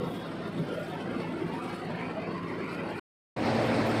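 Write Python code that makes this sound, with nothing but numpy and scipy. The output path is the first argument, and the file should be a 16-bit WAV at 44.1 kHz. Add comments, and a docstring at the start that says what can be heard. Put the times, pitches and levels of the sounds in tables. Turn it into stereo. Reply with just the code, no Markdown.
"""Beside a large belt-driven exhaust fan in a sheet-metal box: first close to the wire intake guard,
then, after a short dead silence, at the louvred outlet, where it is louder and steadier.
The blades drone at their passing rate and chop the air into a turbulent roar. The flow excites
the resonances of the housing, and short reflections comb-filter the rush as the listener moves.
Faint ticks and scuffs sound at the guard; the louvres rattle briefly."""
import sys
import numpy as np
from scipy import signal
from scipy.io import wavfile

SR = 44100
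rng = np.random.default_rng(int(sys.argv[2]) if len(sys.argv) > 2 else 0)


def persist_wave(psi):
    """Save psi, clipped to +-1, as 16-bit WAV."""
    counts = np.round(np.clip(psi, -1, 1) * 32767).astype(np.int16)
    wavfile.write(sys.argv[1], SR, np.atleast_2d(counts).T)


N = 176400
T = np.arange(N) / SR
BLADE_HZ, BLADES = 56.77, 6
INTAKE_END_S, OUTLET_START_S = 2.997, 3.362


def turbulence(spectrum, coherence, balance, level_db, flutter_db):
    """Turbulent flow makes broadband noise: quarter-octave bands, each moved by level_db(hz); rms 1."""
    edges = 25 * 2 ** np.arange(0, 9.6, .25)
    sides = np.array([[1], [-1]])
    white, out = rng.standard_normal((2, 2, N)), 0
    for k, (low, high) in enumerate(zip(edges, edges[1:])):
        band = signal.butter(2, [low, high], "band", fs=SR, output="sos")
        mid, side = signal.sosfilt(band, white[k % 2])
        hz = np.sqrt(low * high)
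        alike = at_hz(coherence, hz)
        pair = np.sqrt(1 + alike) * mid + np.sqrt(1 - alike) * side * sides
        pair *= from_db(sides * at_hz(balance, hz) / 2)
        out += pair * from_db(at_hz(spectrum, hz) + level_db(hz) + flutter_db * drift(13.8))
    return rms_one(out)


def chop(blade_phase, blade_db, wobble_db, eddy_db):
    """Amplitude modulation in dB: once per blade, twice per turn, and by random eddies."""
    wobble = np.cos(2 * blade_phase / BLADES)
    return blade_db * np.cos(blade_phase) + wobble_db * wobble + eddy_db * drift(18)


# Intake noise spectrum: frequency_hz, relative_density_db
INTAKE_SPECTRUM = [(30, -40.5), (75, -23), (130, -9), (160, -2), (330, -1.5), (450, -3.5), (850, -10),
                   (1200, -13), (1700, -15.5), (2300, -19), (3000, -21), (3800, -31), (4400, -25.5),
                   (7000, -50), (8800, -34), (11000, -48.5), (15000, -56)]
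# Likeness of the two ears: frequency_hz, correlation
INTAKE_COHERENCE = [(150, .98), (290, .94), (700, .5), (3500, .1)]
# Stereo balance: frequency_hz, left_minus_right_db
INTAKE_PAN = [(300, 0.5), (460, 5.5), (700, -5), (1100, -1.5), (2400, 2.5), (4400, -0.5), (8100, -3.5)]
# Swells of the bass, middle, upper middle and treble: time_s, relative_level_db
BASS_SWELL = [(0.0, 4), (0.3, -0.5), (0.62, 4), (0.84, 0.5), (1.14, 3), (1.74, 0.5), (2.3, 2), (2.98, 1)]
MIDDLE_SWELL = [(0.0, 1), (0.09, 6), (0.15, 2.5), (0.45, 4), (0.81, -1.5), (1.11, 3), (1.29, 1),
                (2.19, 5.5), (2.98, 2.5)]
UPPER_SWELL = [(0.0, -2.5), (1.26, 0), (1.89, 1), (1.98, 5), (2.1, 1), (2.98, 0.5)]
TREBLE_SWELL = [(0.0, -7), (0.15, 3.5), (0.39, -3), (0.81, 5), (1.05, -0.5), (1.38, 0), (1.77, 5),
                (1.92, -2.5), (2.64, -2.5), (2.73, 5), (2.82, -4), (2.98, 2.5)]
# Crossfades between swell zones, lower and upper edge in turn: frequency_hz
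ZONE_EDGES = [90, 150, 470, 600, 1100, 1500, 2700, 3500, 5300, 7500]


def intake_rush(chop_db, treble_db):
    """Unsteady inflow: gusts modulate each frequency zone of the turbulence separately."""
    zones = [0, swell(BASS_SWELL), swell(MIDDLE_SWELL), swell(UPPER_SWELL), .45 * treble_db, treble_db]

    def level_db(hz):
        place = np.interp(hz, ZONE_EDGES, (np.arange(len(ZONE_EDGES)) + 1) // 2)
        return chop_db + sum(max(1 - abs(place - k), 0) * db for k, db in enumerate(zones))
    rush = turbulence(INTAKE_SPECTRUM, INTAKE_COHERENCE, INTAKE_PAN, level_db, flutter_db=1.84)
    return from_db(-36) * rush


# Outlet noise spectrum: frequency_hz, relative_density_db
OUTLET_SPECTRUM = [(30, -35), (70, -17), (100, -7), (150, 2.5), (190, -4.5), (300, 3), (420, -3), (560, 2),
                   (750, -2.5), (1100, -8.5), (2200, -10.5), (3200, -21), (4600, -19), (5800, -33.5),
                   (7000, -36), (8500, -32), (10500, -50), (15000, -49)]
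# Likeness of the two ears: frequency_hz, correlation
OUTLET_COHERENCE = [(150, .97), (290, .95), (640, .82), (1800, .06)]
# Stereo balance: frequency_hz, left_minus_right_db
OUTLET_PAN = [(1200, -0.2), (4400, 6), (8500, -1), (15000, -7)]


def outlet_rush(blade_phase):
    """Steady outflow: turbulence at the louvres, only lightly modulated by the rotor."""
    chop_db = chop(blade_phase, blade_db=-.1, wobble_db=.37, eddy_db=.06)
    rush = turbulence(OUTLET_SPECTRUM, OUTLET_COHERENCE, OUTLET_PAN, lambda hz: chop_db, flutter_db=1.75)
    return from_db(-27.5) * rush


def drone(harmonics, hum, blade_phase, waver, hum_waver):
    """Periodic forcing gives line spectra; uneven inflow shakes level and phase, more in higher lines."""
    def line(phase, db, shake):
        tone = (1 + shake * drift(5.4)) * np.sin(phase) + shake * drift(4.5) * np.cos(phase)
        return from_db(db) * np.sqrt(2 / (1 + 2 * shake ** 2)) * tone
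    blades = sum(line(k * blade_phase, db, waver * k) for k, db in harmonics)
    return blades + sum(line(2 * np.pi * hz * T, db, hum_waver * hz / hum[0][0]) for hz, db in hum)


# Blade-passing tones: harmonic_number, level_db
INTAKE_HARMONICS = [(1, -64), (2, -55), (3, -46), (6, -48)]
# Motor hum and singing panels: pitch_hz, level_db
INTAKE_HUM_TONES = [(100, -55.5), (200, -51.5), (254, -50), (283, -54)]


def intake_drone(blade_phase):
    """Tonal fan noise in gusty flow: the overtones swell with the bass of the rush."""
    tones = drone(INTAKE_HARMONICS, INTAKE_HUM_TONES, blade_phase, waver=.031, hum_waver=.14)
    return tones + above(tones, 110) * (from_db(2.1 * swell(BASS_SWELL)) - 1)


# Blade-passing tones: harmonic_number, level_db
OUTLET_HARMONICS = [(1, -56.5), (2, -40.5), (3, -58), (4, -35)]
# Motor hum and singing panels: pitch_hz, level_db
OUTLET_HUM_TONES = [(100, -48), (328, -44), (439, -42.5), (522.3, -42.5)]


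def outlet_drone(blade_phase):
    """Tonal fan noise in even flow: a firmer drone and hum."""
    return drone(OUTLET_HARMONICS, OUTLET_HUM_TONES, blade_phase, waver=.034, hum_waver=.073)


def resonance(hz, width_hz, coherence=.35):
    """A randomly driven mode rings as narrow-band noise about a movable centre; stereo, rms near 1."""
    phase = 2 * np.pi * np.cumsum(hz) / SR
    shared, left, right = [drift(width_hz / 2) * np.sin(phase) + drift(width_hz / 2) * np.cos(phase)
                           for _ in range(3)]
    return np.sqrt(coherence) * shared + np.sqrt(1 - coherence) * np.array([left, right])


# Sheet-metal modes, heard while moving down the guard: pitch_hz, width_hz, start_db, end_db
PANEL_MODES = [(1148, 150, -60, -51.5), (1374, 100, -50, -57.5), (1998, 60, -82.5, -47),
               (2320, 380, -65, -51), (3570, 700, -53, -72.5), (4400, 450, -70.5, -59.5)]
# Hollow resonance that climbs as the listener moves: time_s, pitch_hz, level_db
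CAVITY_PATH = [(0, 490, -36), (.5, 470, -59), (.8, 630, -38.5), (1.099, 800, -47), (1.9, 1032, -49.5),
               (2.978, 1052, -52)]


def housing(wander=.028, flutter_hz=5, pan_db=4):
    """Forced resonance: the air stream keeps the sheet metal and the hollow of the box ringing."""
    metal = 0
    for hz, width_hz, start_db, end_db in PANEL_MODES:
        level_db = np.interp(T, [0, INTAKE_END_S], [start_db, end_db]) + 2.6 * drift(flutter_hz)
        metal += from_db(level_db) * resonance(hz * (1 + wander * drift(2.5)), width_hz)
    times, pitches, levels = np.transpose(CAVITY_PATH)
    cavity_db = np.interp(T, times, levels) + 3.2 * drift(flutter_hz)
    cavity = from_db(cavity_db) * resonance(np.interp(T, times, pitches), width_hz=122)
    return (metal + cavity) * from_db(pan_db * np.array([[.5], [-.5]]))


# Gusts that each excite one resonance: peak_s, pitch_hz, level_db
GUSTS = [(0.05, 175, -37), (0.609, 170, -36.5), (0.72, 470, -40), (0.749, 3150, -56), (0.76, 1345, -52),
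         (1.129, 1390, -49.5), (1.13, 249.7, -35.5), (1.23, 2670, -57), (1.392, 345, -36), (1.48, 162, -40),
         (1.601, 2490, -54.5), (1.91, 172, -38), (2.01, 2260, -50.5), (2.12, 290, -39.5), (2.20, 650, -42),
         (2.431, 1045, -47.5), (2.58, 370, -39), (2.689, 2360, -51), (2.9, 833, -45.5)]


def flares(rise_hz_per_s=650):
    """Transient excitation: box modes flare and slide up; low ones throb, high ones ring longer."""
    out = 0
    for peak_s, hz, db in GUSTS:
        height = min(hz / 900, 1)  # scales length, slide and bandwidth
        length_s = .06 + .05 * height
        pitch_hz = hz + rise_hz_per_s * height * np.clip(T - peak_s, -length_s, length_s)
        ring = resonance(pitch_hz, 93 * np.sqrt(height), at_hz(INTAKE_COHERENCE, hz))
        envelope = hump(peak_s, length_s)
        power = np.average(np.mean(ring ** 2, axis=0), weights=envelope ** 2)
        out += from_db(db) * envelope * ring / np.sqrt(power)
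    return out


def reflections(x, count=12, shortest_s=.0014, longest_s=.0065, sway_s=.0001, shrink_per_s=.22):
    """Comb filtering: echo paths shorten as the listener moves, sweeping peaks and notches upward."""
    upper, echoes, power = above(x, 520), 0, 1
    for lag_s in np.linspace(shortest_s, longest_s, count) * rng.uniform(.93, 1.07, count):
        gain = .36 * drift(4.5)
        delay_s = lag_s * np.exp(-shrink_per_s * T) + sway_s * drift(.93)
        ears = [np.interp(T - delay_s - sway_s / 2 * drift(.84), T, ear) for ear in upper]
        echoes += gain * np.array(ears)
        power += gain ** 2
    return x - upper + (upper + echoes) / np.sqrt(power)


# Louvre rattles: start_s, level_db
LOUVRE_RATTLES = [(3.445, -59), (3.545, -58), (3.652, -54), (3.862, -47)]


def rattles(attack_s=.004, decay_s=.035):
    """Flow-induced vibration: the louvres buzz in bright, exponentially decaying bursts."""
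    envelope = 0
    for start_s, db in LOUVRE_RATTLES:
        age_s = np.maximum(T - start_s, 0)
        envelope += from_db(db) * np.minimum(age_s / attack_s, 1) * np.exp(-age_s / decay_s)
    return envelope * rms_one(bright_noise(6500))


# Scuffs at the guard: peak_s, length_s, level_db
GUARD_SCUFFS = [(0.117, 0.12, -61), (0.8, .018, -69)]


def scuffs(grain_db=3):
    """Fast random modulation gives brief, bright noise the grain of a scuff."""
    envelope = sum(from_db(db) * hump(peak_s, length_s) for peak_s, length_s, db in GUARD_SCUFFS)
    return envelope * rms_one(bright_noise(6400) * from_db(grain_db * drift(147)))


def chatter(treble_db, ticks_per_s=260, spread_db=2.5, ring_s=.03):
    """A Poisson process of tiny metallic ticks, denser and stronger when the treble swells."""
    hits = rng.random(N) < ticks_per_s * from_db(treble_db) / SR
    strength = from_db(spread_db * np.minimum(rng.exponential(1, N), 2))
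    decay = from_db(-60 / (ring_s * SR))
    envelope = signal.lfilter([1], [1, -decay], hits * strength + 1e-18)
    return from_db(-69.5) * rms_one(bright_noise(7500) * envelope * from_db(.8 * treble_db))


def from_db(db):
    """Decibels to amplitude ratio."""
    return 10 ** (np.asarray(db) / 20)


def rms_one(x):
    """Normalisation to unit rms."""
    return x / np.sqrt(np.mean(x ** 2) + 1e-20)


def at_hz(points, hz):
    """Interpolation on a log-frequency axis."""
    frequencies, values = np.transpose(points)
    return np.interp(np.log(hz), np.log(frequencies), values)


def swell(rows):
    """A level contour in dB about its mean."""
    db = np.interp(T, *np.transpose(rows))
    return db - db.mean()


def drift(rate_hz):
    """Low-passed noise: random motion of unit rms."""
    step, settle = 40, 2000  # samples per control point; points dropped while the filter settles
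    pole = np.exp(-2 * np.pi * step * rate_hz / SR)
    white = rng.standard_normal(N // step + settle + 2)
    slow = signal.lfilter([1], [1, -2 * pole, pole * pole], white)[settle:]
    return np.interp(np.arange(N) / step, np.arange(len(slow)), rms_one(slow))


def hump(peak_s, length_s):
    """A Gaussian envelope, above half power for length_s."""
    return .5 ** (2 * ((T - peak_s) / length_s) ** 2)


def above(x, hz):
    """Zero-phase high-pass filtering."""
    return signal.sosfiltfilt(signal.butter(2, hz, "high", fs=SR, output="sos"), x)


def bright_noise(hz):
    """High-passed noise, uncorrelated between the ears."""
    return above(rng.standard_normal((2, N)), hz)


def intake(blade_phase):
    """Superposition at the guard: reflected rush and ring, then flares, ticks, scuffs and drone."""
    treble_db = swell(TREBLE_SWELL) + chop(blade_phase, blade_db=1.4, wobble_db=1, eddy_db=.5)
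    chop_db = chop(blade_phase, blade_db=.3, wobble_db=.27, eddy_db=.93)
    rush = intake_rush(chop_db, treble_db)
    tones = intake_drone(blade_phase)
    roar = reflections(rush + housing() * from_db(chop_db))
    # flares and scuffs are each two independent layers, which add in power
    return roar + flares() + flares() + chatter(treble_db) + scuffs() + scuffs() + tones


def scene(cut_s=.0042, fade_s=.09, fade_db=-6):
    """Gating in time: the intake side, silence, then the outlet side fading quickly in."""
    blade_phase = 2 * np.pi * np.cumsum(BLADE_HZ * (1 + .0022 * drift(1))) / SR
    intake_side = intake(blade_phase)
    outlet_side = outlet_rush(blade_phase) + rattles() + outlet_drone(blade_phase)
    intake_gate = np.clip((INTAKE_END_S - T) / cut_s, 0, 1)
    since_s = T - OUTLET_START_S
    outlet_gate = np.clip(since_s / cut_s, 0, 1) * from_db(fade_db * np.clip(1 - since_s / fade_s, 0, 1))
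    return intake_gate * intake_side + outlet_gate * outlet_side


def record(dry):
    """Band limiting: an elliptic low-pass cuts steeply above 15.5 kHz."""
    return signal.sosfilt(signal.ellip(12, .1, 80, 15500, fs=SR, output="sos"), dry)


dry = scene()
out = record(dry)
persist_wave(out)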